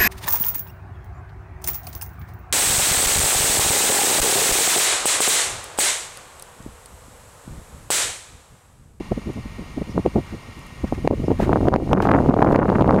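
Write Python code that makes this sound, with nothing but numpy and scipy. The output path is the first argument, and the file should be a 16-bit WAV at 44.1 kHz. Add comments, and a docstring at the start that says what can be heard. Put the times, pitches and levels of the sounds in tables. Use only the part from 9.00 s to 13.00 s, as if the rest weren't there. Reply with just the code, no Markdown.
"""In an open clearing, wind buffets the microphone of a hand-held camera: single puffs, then a steady gust.
Eddies swept over the microphone port are heard as swings of pressure; large slow ones give a rumble.
The hardest buffets overload the input and make its limiter duck. Underneath are the whine of the
camera's motor, a faint hiss with two lisps, ticks of the case and the friction of a hand on it."""
import sys
import numpy as np
from scipy import signal
from scipy.fft import rfft, irfft
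from scipy.io import wavfile
from scipy.ndimage import uniform_filter1d, map_coordinates

SR = 44100
rng = np.random.default_rng(int(sys.argv[2]) if len(sys.argv) > 2 else 0)


def master(y):
    """Save y as 16-bit WAV."""
    cut = np.clip(np.atleast_2d(y).T, -1, 1)
    pcm = np.round(cut * 32767)  # scale
    wavfile.write(sys.argv[1], SR, pcm.astype(np.int16))


N = 176400
T = np.arange(N) / SR
REFERENCE_DB = -16.5   # wind level at which the eddy spectra and the rate of small buffets hold

# Single puffs of wind: crest t/s, level/dB, half length/s
PUFFS = [(.008, -24, 0.0051), (.121, -15, 0.006), (.18, -22.5, .008), (.275, -24.5, 0.011),
         (.298, -21.5, 0.0076), (.378, -25.5, 0.016), (.46, -27.5, .006), (.592, -28, 0.0081),
         (.62, -31.5, .012), (.781, -21, 0.0093), (.819, -20.5, 0.0052), (.893, -29.5, 0.018),
         (.963, -22, 0.012), (.981, -18, .006), (.994, -20, .008), (1.059, -14, .005), (1.074, -19, 0.0068),
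         (1.162, -12.5, 0.0075), (1.183, -17, .014), (1.338, -27.5, 0.017), (1.49, -33.5, 0.0076),
         (1.58, -36.5, 0.019), (1.845, -16.5, 0.0055), (1.929, -20, 0.0063), (1.984, -23, 0.0066),
         (2.052, -17.5, 0.0066), (2.108, -15.5, 0.0043), (2.133, -14, 0.0085), (2.2, -19, 0.004675),
         (2.243, -20, 0.0084), (2.284, -17.5, 0.0038), (2.312, -16, 0.017), (2.401, -11, 0.0043),
         (2.429, -14.5, 0.0064), (2.468, -18, 0.0064), (2.63, -16.5, .005), (2.655, -15, 0.0088),
         (2.688, -12.5, 0.0066), (2.743, -12, .009), (2.824, -16.5, 0.0063), (2.924, -13.5, 0.008),
         (2.937, -4.5, 0.00283), (2.98, -11.5, .012), (3.295, -12, 0.0092), (3.426, -4, .003),
         (3.449, -9, 0.0072), (3.505, -12, 0.0041), (3.818, -12, 0.0064), (3.94, -14.5, .007)]


def from_db(db):
    """Amplitude ratio of a level in decibels."""
    return 10 ** (np.asarray(db) / 20)


def rms_one(x):
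    """Normalisation to unit rms."""
    return x / np.sqrt(np.mean(x ** 2) + 1e-20)


def curve(rows):
    """Linear interpolation between rows of t/s, value."""
    return np.interp(T, *np.transpose(rows))


def drift(corner_hz):
    """Random fluctuation of unit rms: white noise through a two-pole low-pass."""
    pole = np.exp(-2 * np.pi * corner_hz / SR)
    return rms_one(signal.lfilter([1], [1, -2 * pole, pole * pole], rng.standard_normal(N + SR))[SR:])


def noise(spectrum, size=N):
    """Spectral shaping: noise of unit rms, coloured by rows of f/Hz, relative level/dB."""
    hz, db = np.transpose(spectrum)
    f = np.maximum(np.fft.rfftfreq(size, 1 / SR), 1)
    gain = from_db(np.interp(np.log(f), np.log(hz), db)) * np.minimum(f / hz[0], 1)
    return rms_one(irfft(rfft(rng.standard_normal(size)) * gain, size))


def swells(rows, stretch=1):
    """Incoherent addition: envelopes with rounded crests and exponential flanks sum in power."""
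    power = 0
    for crest_s, db, half_s in rows:
        u = (T - crest_s) / (half_s * stretch)
        power += from_db(db) ** 2 * np.exp(2 - 2 * np.sqrt(1 + 2 * u ** 2))
    return np.sqrt(power)


def lag(x, seconds):
    """Exponential relaxation with the given time constant."""
    pole = np.exp(-1 / (seconds * SR))
    return signal.lfilter([1 - pole], [1, -pole], x)


def convect(strength, spectrum):
    """Frozen turbulence: a fixed pattern sweeps over the port, louder and faster in stronger wind."""
    pattern = noise(spectrum, size=2 * N)
    pattern /= np.sqrt(uniform_filter1d(pattern ** 2, size=900) + 0.019)   # evens out the level
    speed = np.minimum((strength / from_db(REFERENCE_DB)) ** 0.27, 2)
    return strength * map_coordinates(pattern, [np.cumsum(speed)], order=3, mode="wrap")


def wind_level(surge_hz=35, surge_db=2.0):
    """Mean flow plus fluctuation: the wind's level in dB, a slow gust with quick surges and lulls."""
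    # Sustained wind at the microphone: t/s, level/dB
    mean_wind = [(0, -44), (.6, -43), (1.25, -48.5), (1.78, -50.5), (2.05, -36), (2.25, -30), (2.36, -33),
                 (2.46, -27), (2.52, -17), (2.6, -23), (2.69, -20), (2.745, -16.5), (2.8, -22), (2.87, -24),
                 (2.94, -14), (3.02, -18), (3.14, -13), (3.23, -18), (3.38, -17), (3.46, -12.5),
                 (3.52, -17), (3.62, -13.5), (3.8, -16.5), (3.9, -14), (4, -16)]
    band = signal.butter(2, [surge_hz / 2, surge_hz * 1.3], "band", fs=SR, output="sos")
    surge = rms_one(signal.sosfilt(band, rng.standard_normal(N + SR))[SR:])
    return curve(mean_wind) + surge_db * np.minimum(surge, 1)


def motor_whine(gain_db=-7, wobble_hz=3.02):
    """Frequency modulation: each line in the spectrum of the camera's motor wobbles a little."""
    # Motor partials: f/Hz, rms level/dB before the gain
    partials = [(1836, -62.5), (1863, -51.5), (1895, -56), (2121, -52), (2153, -56.5), (2180, -68.5),
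                (2326, -53), (2439, -73.5), (2466, -66), (2756, -102), (3521, -83), (4172, -62.5),
                (4840, -71), (5545, -72), (5830, -68.5), (5857, -75), (6115, -75), (6148, -68),
                (6691, -69.5), (6718, -64)]
    whine = 0
    for hz, db in partials:
        cycles = rng.random() + np.cumsum(hz + wobble_hz * drift(3.82)) / SR
        whine += from_db(db + gain_db) * np.sqrt(2) * np.sin(2 * np.pi * cycles)
    return whine


def camera_hiss(level_db=-44.5):
    """Stationary broadband noise forms the camera's noise floor."""
    # Hiss spectrum: f/Hz, relative level/dB
    spectrum = [(100, 6), (400, 0.5), (750, -1), (1130, 2.5), (1650, -10), (1900, -4.5), (2350, -4.5),
                (2550, -9), (2760, -1.5), (3100, -9.5), (4250, -12), (4550, -13.5), (4850, -12),
                (5900, -16.5), (6700, -14.5), (8100, -22), (8900, -13.5), (9600, -22), (12000, -23.5),
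                (15500, -34)]
    return from_db(level_db) * noise(spectrum)


def rumble(wake_db=-11):
    """Large eddies pass the camera slowly and so give low frequencies; each puff adds a wake of them."""
    # Strength of the rumble between puffs: t/s, level/dB
    background = [(0, -38.5), (.3, -42), (.7, -38), (1.1, -51), (1.3, -53), (1.75, -42), (1.9, -33),
                  (2.5, -29.5), (3.2, -29.5), (4, -30)]
    # Spectrum of the large eddies: f/Hz, relative level/dB
    spectrum = [(12, -42), (30, -3.5), (60, -5.5), (130, -6.5), (250, -14), (600, -77), (1500, -66)]
    wake = from_db(wake_db) * swells(PUFFS, stretch=2.54)
    return np.hypot(from_db(curve(background)), wake) * noise(spectrum)


def sustained_wind(wind_db, flutter_hz=161.3, flutter_db=3.5):
    """Turbulent pressure at the port, modulated in amplitude and rate by a quick flutter."""
    # Eddy spectrum in the reference wind: f/Hz, relative level/dB
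    spectrum = [(25, -11.5), (80, 2.5), (200, 3), (380, -0.5), (650, -11.5), (950, -16.5), (1300, -42),
                (1900, -46), (3000, -62), (5000, -98)]
    fluctuation = signal.sosfilt(signal.butter(4, 350, fs=SR, output="sos"), drift(flutter_hz))
    bounded = 2.3 * np.tanh(fluctuation / 2.5)
    flutter = rms_one(from_db(flutter_db * bounded))
    return convect(from_db(wind_db) * flutter, spectrum)


def puffs():
    """Convection of short packets of eddies past the port gives round, dull thumps."""
    # Puff spectrum in the reference wind: f/Hz, relative level/dB
    spectrum = [(25, -29), (80, 0.5), (180, 0.5), (350, 1), (600, -8), (900, -16.5), (1300, -31.5),
                (1900, -45), (3000, -68)]
    return convect(swells(PUFFS), spectrum)


def pressure_spikes(rows):
    """A tight eddy hitting the port is a pressure pulse: a spike between two dips, of either sign."""
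    pressure = np.zeros(N)
    for (at_s, db, half_ms), sign in zip(rows, rng.choice([-1, 1], 2000)):
        centre = int(at_s * SR)
        near = slice(max(centre - 900, 0), centre + 900)
        u = (T[near] - at_s) * 1000 / half_ms
        pressure[near] += sign * from_db(db) * (1 - 3 * u ** 2) / (1 + u ** 2) ** 3
    return pressure


def buffets(wind_db, small_per_s=160):
    """Hard pressure pulses, and a Poisson crackle of small ones that thickens and sharpens with the wind."""
    # Hard buffets: t/s, peak level/dB, half width/ms
    hard = [(.12, -12, 0.92), (.979, -3.5, 0.74), (1.0625, -2.5, 0.91), (1.845, -9, 1.0),
            (1.925, -6.5, 0.87), (2.0762, 5.5, .7), (2.111, 1, 0.97), (2.283, -10, 0.88),
            (2.306, -13, 0.72), (2.317, -1.5, 1.055), (2.402, -2, 1.13), (2.494, -2.5, 0.77),
            (2.5302, -2.5, 0.48), (2.559, -1.5, 0.64), (2.685, 3.5, 0.93), (2.74, 3, 0.51),
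            (2.7618, 5, 0.79), (2.932, 8.5, 0.53), (3.004, 1.5, 0.59), (3.072, -1.5, 0.56),
            (3.091, -2.5, .4), (3.116, -1, .45), (3.148, -5, 0.41), (3.189, -7, 0.5), (3.298, 6.5, 1.55),
            (3.4266, 7.5, 0.6), (3.447, 2, .6), (3.547, -3.5, .45), (3.5606, 4.5, 0.71), (3.591, 6, .8),
            (3.621, 0, 0.73), (3.701, 1.5, 0.67), (3.785, -6, .55), (3.823, 3.5, 0.75), (3.878, 0, .8),
            (3.894, -1.5, 0.5), (3.909, 0, .75), (3.963, 1, 0.99)]
    excess_db = wind_db - REFERENCE_DB
    arrives = rng.random(N) < small_per_s * from_db(excess_db) / SR
    level_scatter, width_scatter = np.clip(rng.standard_normal((2, N)), -2, 2)
    peak_db = wind_db + 6.5 + 3.5 * level_scatter
    half_ms = 0.65 * np.exp(0.18 * width_scatter - 0.04 * excess_db)
    small = np.transpose([T, peak_db, half_ms])[arrives]
    return pressure_spikes(hard) + pressure_spikes(small)


def case_ticks():
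    """Brief transients have broad spectra: the case ticks in tiny bursts of bright noise."""
    # Ticks of the case: crest t/s, level/dB, half length/s
    ticks = [(.335, -51, 0.0018), (1.593, -51, .002), (1.668, -48.5, 0.0018)]
    # Tick spectrum: f/Hz, relative level/dB
    spectrum = [(3000, -20), (7000, -5), (11000, 0), (15500, -13)]
    return swells(ticks) * noise(spectrum)


def lisps(centre_hz=5350, width_hz=970):
    """Band-limited noise swells into short high hisses, barely above the floor."""
    # Faint lisps: crest t/s, level/dB, half length/s
    hisses = [(.91, -54, 0.017), (2.265, -55, 0.013)]
    edges_hz = [centre_hz - width_hz / 2, centre_hz + width_hz / 2]
    band = signal.butter(2, edges_hz, "band", fs=SR, output="sos")
    return swells(hisses) * rms_one(signal.sosfilt(band, rng.standard_normal(N)))


def hand_brushes(grain_hz=290, grain_db=2):
    """Sliding friction of skin on the case makes noise with a fine grain."""
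    # Strokes of the hand: crest t/s, level/dB, half length/s
    strokes = [(1.3, -47, 0.038), (1.88, -42, 0.011), (1.95, -43, 0.0068), (2.428, -33.5, .028),
               (3.024, -23.5, 0.0023), (3.04, -33.5, 0.016), (3.524, -32, 0.0021)]
    # Friction spectrum: f/Hz, relative level/dB
    spectrum = [(300, -10), (1200, 3), (2000, 0.5), (3200, -10), (6000, -16), (10000, -22.5), (15500, -28)]
    return swells(strokes) * noise(spectrum) * rms_one(from_db(grain_db * drift(grain_hz)))


def scene():
    """Superposition: all the pressures add at one microphone."""
    wind_db = wind_level()
    wind = sustained_wind(wind_db) + puffs() + buffets(wind_db) + rumble()
    camera = motor_whine() + camera_hiss() + hand_brushes() + case_ticks()
    return (wind + camera + lisps())[None]


def record(dry):
    """Limiting: the gain ducks after each overload; what slips through is clipped, and the top is cut."""
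    threshold_db, attack_s, release_db_per_s = -2, 0.00051, 80
    linger_share, linger_s = 0.75, 0.48   # repeated overloads hold the gain down for longer
    ceiling, knee, stopband_hz = 0.71, 30, 16400
    over_db = np.maximum(20 * np.log10(np.abs(dry) + 1e-9) - threshold_db, 0)
    release_db = release_db_per_s * T
    held_db = np.maximum.accumulate(over_db + release_db, axis=-1) - release_db   # decaying peak hold
    ducked = dry * from_db(-lag(held_db, attack_s) - linger_share * lag(held_db, linger_s))
    clipped = ducked / (1 + np.abs(ducked / ceiling) ** knee) ** (1 / knee)
    return signal.sosfilt(signal.cheby2(16, 70, stopband_hz, fs=SR, output="sos"), clipped)


dry = scene()
out = record(dry)
master(out)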